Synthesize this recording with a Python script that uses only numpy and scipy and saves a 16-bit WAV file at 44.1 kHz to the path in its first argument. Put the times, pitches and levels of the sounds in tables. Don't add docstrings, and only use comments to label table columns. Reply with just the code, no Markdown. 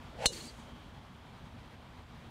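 import sys
import numpy as np
from scipy import signal
from scipy.fft import rfft, irfft, next_fast_len
from scipy.io import wavfile
from scipy.ndimage import uniform_filter1d, map_coordinates

SR = 44100
rng = np.random.default_rng(int(sys.argv[2]) if len(sys.argv) > 2 else 0)


def store_pcm(level_fs):
    pcm = np.round(np.clip(level_fs, -1, 1) * 32767).astype(np.int16)
    wavfile.write(sys.argv[1], SR, np.atleast_2d(pcm).T)


def nominal_scale(level):
    x = np.asarray(level, float) / 20
    return 10 ** x


N = 101429

HIT_S, HIT_DB = 0.2575, -16


def unit(x):
    return x / np.sqrt(np.mean(x ** 2) + 1e-20)


def clock():
    return np.arange(N) / SR


def since(start_s):
    return np.maximum(clock() - start_s, 0)


def curves(rows):
    s, *columns = np.transpose(rows)
    return [np.interp(clock(), s, column) for column in columns]


def wobble(rate_hz):
    points = rng.standard_normal(int(N * rate_hz / SR) + 4)
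    return map_coordinates(points, [np.arange(N) * rate_hz / SR])


def rush(spectrum, patchy_db):
    _, _, z = signal.stft(rng.standard_normal(N + 512), SR, nperseg=512)
    patches = uniform_filter1d(rng.standard_normal(z.shape), 6, 0)
    patches = unit(uniform_filter1d(patches, 10, 1))
    noise = signal.istft(z * nominal_scale(patchy_db * patches), nperseg=512)[1][:N]
    hz, db = np.transpose(spectrum)
    m = next_fast_len(N)
    log_hz = np.log(np.fft.rfftfreq(m, 1 / SR) + 1)
    gain = nominal_scale(np.interp(log_hz, np.log(hz + 1), db, -120, -120))
    return unit(irfft(rfft(noise, m) * gain, m)[:N])


def fuzzy(hz, width_hz):
    phase = 2 * np.pi * np.cumsum(hz * np.ones(N)) / SR
    return unit(wobble(width_hz) * np.cos(phase) + wobble(width_hz) * np.sin(phase))


def course():
    # t/s, level/dB
    breeze = [(0, 2.5), (.5, 2), (1, 0.5), (1.5, -0.37), (2, -0.26), (2.3, -0.2)]
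    # f/Hz, level/dB
    air_colour = [(180, -40), (300, -4.5), (316, -5.5), (497, -4), (571, -4.5), (914, -2.5), (2400, -14.5),
                  (3120, -53), (5280, -120)]
    hiss_colour = [(1350, -27), (2300, -2.5), (3300, -1), (3730, -3.5), (4070, -5), (5480, -12.5),
                   (14400, -26), (15700, -30)]
    rumble_colour = [(12, -36), (20, -14), (70, 1), (177, -5), (204, -8.5), (235, -4), (264, -10),
                     (330, -17), (430, -50), (730, -120)]
    # t/s, level/dB
    insect_path = [(0, -78), (.6, -69), (.7, -65.5), (.88, -70), (1.1, -75), (1.5, -78), (1.7, -73),
                   (1.9, -86), (2.3, -85)]
    db, = curves(breeze)
    air = nominal_scale(-57.5) * rush(air_colour, patchy_db=1.1) + nominal_scale(-64.5) * rush(hiss_colour, patchy_db=0.56)
    gusts = nominal_scale(db + 0.52 * wobble(2.97) + 0.77 * wobble(30.1))
    rumble = nominal_scale(-53 + 0.8 * db + 0.68 * wobble(6)) * rush(rumble_colour, patchy_db=1.3)
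    insects = nominal_scale(curves(insect_path)[0]) * fuzzy(3180, width_hz=450)
    hum = nominal_scale(-66) * fuzzy(238, width_hz=25)
    return gusts * air + rumble + insects + hum


def swing():
    # t/s, f/Hz, level/dB
    shaft_path = [
        (.13, 380, -67),
        (.165, 520.6, -56.5),
        (.19, 618.6, -49.5),
        (.224, 560, -41.5),
        (.255, 601.6, -37.5),
        (.272, 498.6, -44),
        (.335, 449.7, -52.5),
        (.39, 351, -56.5),
        (.48, 250, -57),
    ]
    # t/s, f/Hz
    head_path = [(.17, 615), (.2, 774), (.225, 872.4), (.26, 856)]
    # f/Hz, level/dB
    swish_colour = [(760, -27), (1300, -5.5), (1620, -3), (2600, -3), (8230, -18.5), (15500, -37)]
    width_hz = 260
    swish_db, swish_growth = -4.5, 1.3
    hz, db = curves(shaft_path)
    alive = (clock() > shaft_path[0][0]) & (clock() < shaft_path[-1][0])
    shaft = fuzzy(hz, width_hz)
    head = nominal_scale(-0.5) * fuzzy(*curves(head_path), width_hz * 0.9) * (clock() < HIT_S + 0.004)
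    hiss_db = db.max() + swish_db + swish_growth * (db - db.max())
    hiss = nominal_scale(hiss_db) * rush(swish_colour, patchy_db=-1.0) * (clock() < HIT_S + 0.01)
    return alive * nominal_scale(db) * (shaft + head) + hiss


def ringing(t, shift):
    # f/Hz, level/dB, time to fall 60 dB/s, rise/s
    modes = [(2985, -13.5, 0.16, 0.00021), (3744, -10, 0.098, 0.00024), (4060, -6.5, 0.1, 0.0052),
             (4324, -1, .09, .0012), (3197, 0, 0.0079, 0.00014), (5540, -15.5, 0.081, 0.0023),
             (6080, -11, .06, .003), (6420, -4.5, .075, 0.0041), (7100, -11.5, 0.074, .002),
             (7730, -14, .05, .002), (8160, -15, .07, .003), (8600, -16.5, .07, 0.0033),
             (9320, -12, 0.033, 0.00037), (10650, -20, 0.039, .001)]
    sag, sag_s, unrest_rad = 0.022, 0.01, 0.35
    bent = shift * (t - sag * (t - sag_s * (1 - np.exp(-t / sag_s))))
    ring = 0
    for hz, db, t60, rise in modes:
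        envelope = nominal_scale(db - 60 * t / t60) * (1 - np.exp(-t / rise))
        phase = 2 * np.pi * hz * bent + unrest_rad * wobble(247)[:len(t)]
        ring = ring + envelope * np.sin(phase)
    return ring


def strike():
    # f/Hz, level/dB
    crack_colour = [(200, -30), (500, -6), (2300, 1), (5000, -10), (7500, -2.5), (10500, -10.5),
                    (12500, -10.5), (15700, -18)]
    # f/Hz, level/dB
    rattle_colour = [(3000, -35), (4500, -7), (7000, 2), (9500, -4), (11500, -18.5), (15700, -29)]
    contact_s, rise_s = 0.00074, 0.00017
    turf_s, turf_db = 0.0023, -2.5
    t = since(HIT_S)
    push = -nominal_scale(-16.5) * np.sin(np.pi * np.clip((t - 0.0003) / contact_s, 0, 1)) ** 2
    crack = nominal_scale(-23.5 - 60 * t / 0.019) * rush(crack_colour, patchy_db=0.5)
    rattle = nominal_scale(-29 - 60 * t / 0.13) * rush(rattle_colour, patchy_db=1.0)
    direct = nominal_scale(HIT_DB) * ringing(t, 0.99) + (crack + rattle) * (1 - np.exp(-t / rise_s))
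    turf = nominal_scale(turf_db) * np.pad(0.34 * direct - 0.53 * push, (round(turf_s * SR), 0))[:N]
    return direct + push + turf


def thump():
    t = since(HIT_S)
    u = t / 0.012
    sway = np.sin(2 * np.pi * 38 * t + 1.1) * np.minimum(t / 0.004, 1)
    settling = np.exp(-u) * (1 + u + u * u / 2)
    ending = nominal_scale(-60 * np.maximum(t - 0.019, 0) / 0.03)
    return nominal_scale(-34) * sway * settling * ending


def ball():
    # t/s, level/dB
    flight = [
        (.27, -66),
        (.305, -62),
        (.33, -47),
        (.39, -51),
        (.43, -52.5),
        (.465, -54.5),
        (.53, -66.5),
        (.6, -66),
        (.75, -78.5),
    ]
    # f/Hz, level/dB
    ball_colour = [(1000, -14), (2900, -6), (4900, -9), (6500, -6), (9600, -10.5), (11000, -18.5),
                   (15700, -27)]
    db, = curves(flight)
    alive = (clock() > flight[0][0]) * nominal_scale(-40 * since(flight[-1][0]))
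    return alive * nominal_scale(db + 0.7 * wobble(90)) * rush(ball_colour, patchy_db=1.5)


def trees():
    # pitch ratio, level/dB
    directions = [(.94, 0), (.98, -3), (1.025, -1)]
    echo_s, echo_db, echo_t60, echo_end_s = 0.066, -18.5, 0.87, 0.19
    toward = 1.065
    late = clock() - HIT_S - echo_s
    t = np.arange(SR // 20) / SR
    last_crown = 1 + np.exp(np.clip((echo_end_s - late) / 0.013, -50, 50))
    fade_db = -60 * np.abs(late) / echo_t60 - 12 / last_crown
    echo = 0
    for shift, db in directions:
        crowns = rng.standard_normal(N) * nominal_scale(6.2 * wobble(69.9) + fade_db) * (late > 0)
        crowns = crowns / np.linalg.norm(crowns)
        short_ring = ringing(t, shift * toward) * nominal_scale(-60 * t / 0.1)
        echo = echo + nominal_scale(db) * signal.fftconvolve(crowns, short_ring)[:N]
    leaves = signal.butter(2, [3700, 4800], "band", fs=SR, output="sos")
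    return nominal_scale(HIT_DB + echo_db) * signal.sosfilt(leaves, echo)


def shoe():
    # f/Hz, level/dB
    shoe_colour = [(60, -22), (120, 0), (300, 2), (500, -14), (1500, -23), (2200, -31)]
    t = since(0.432)
    return nominal_scale(-47.5 - 60 * t / 0.11) * (1 - np.exp(-t / 0.004)) * rush(shoe_colour, patchy_db=3.0)


def scene():
    return (course() + swing() + strike() + ball() + trees() + shoe())[None]


def low_pass(x):
    return signal.sosfilt(signal.butter(12, 16450, fs=SR, output="sos"), x)


def record(dry):
    duck_s, duck_db, fall_s, back_s = 0.2702, -8, 0.0006, 0.033
    top_hz, ceiling = 15850, 0.3
    t = clock() - duck_s
    recovery = np.exp(-(np.maximum(t, 0) / back_s) ** 2)
    duck = recovery / (1 + np.exp(np.clip(-t / fall_s, -50, 50)))
    held = dry * nominal_scale(duck_db * duck) + thump()
    m = next_fast_len(N)
    below_top = np.fft.rfftfreq(m, 1 / SR) < top_hz
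    held = irfft(rfft(held, m) * below_top, m)[:, :N]
    held = held / (1 + np.abs(held / ceiling) ** 4) ** 0.25
    return low_pass(held)


dry = scene()
out = record(dry)
store_pcm(out)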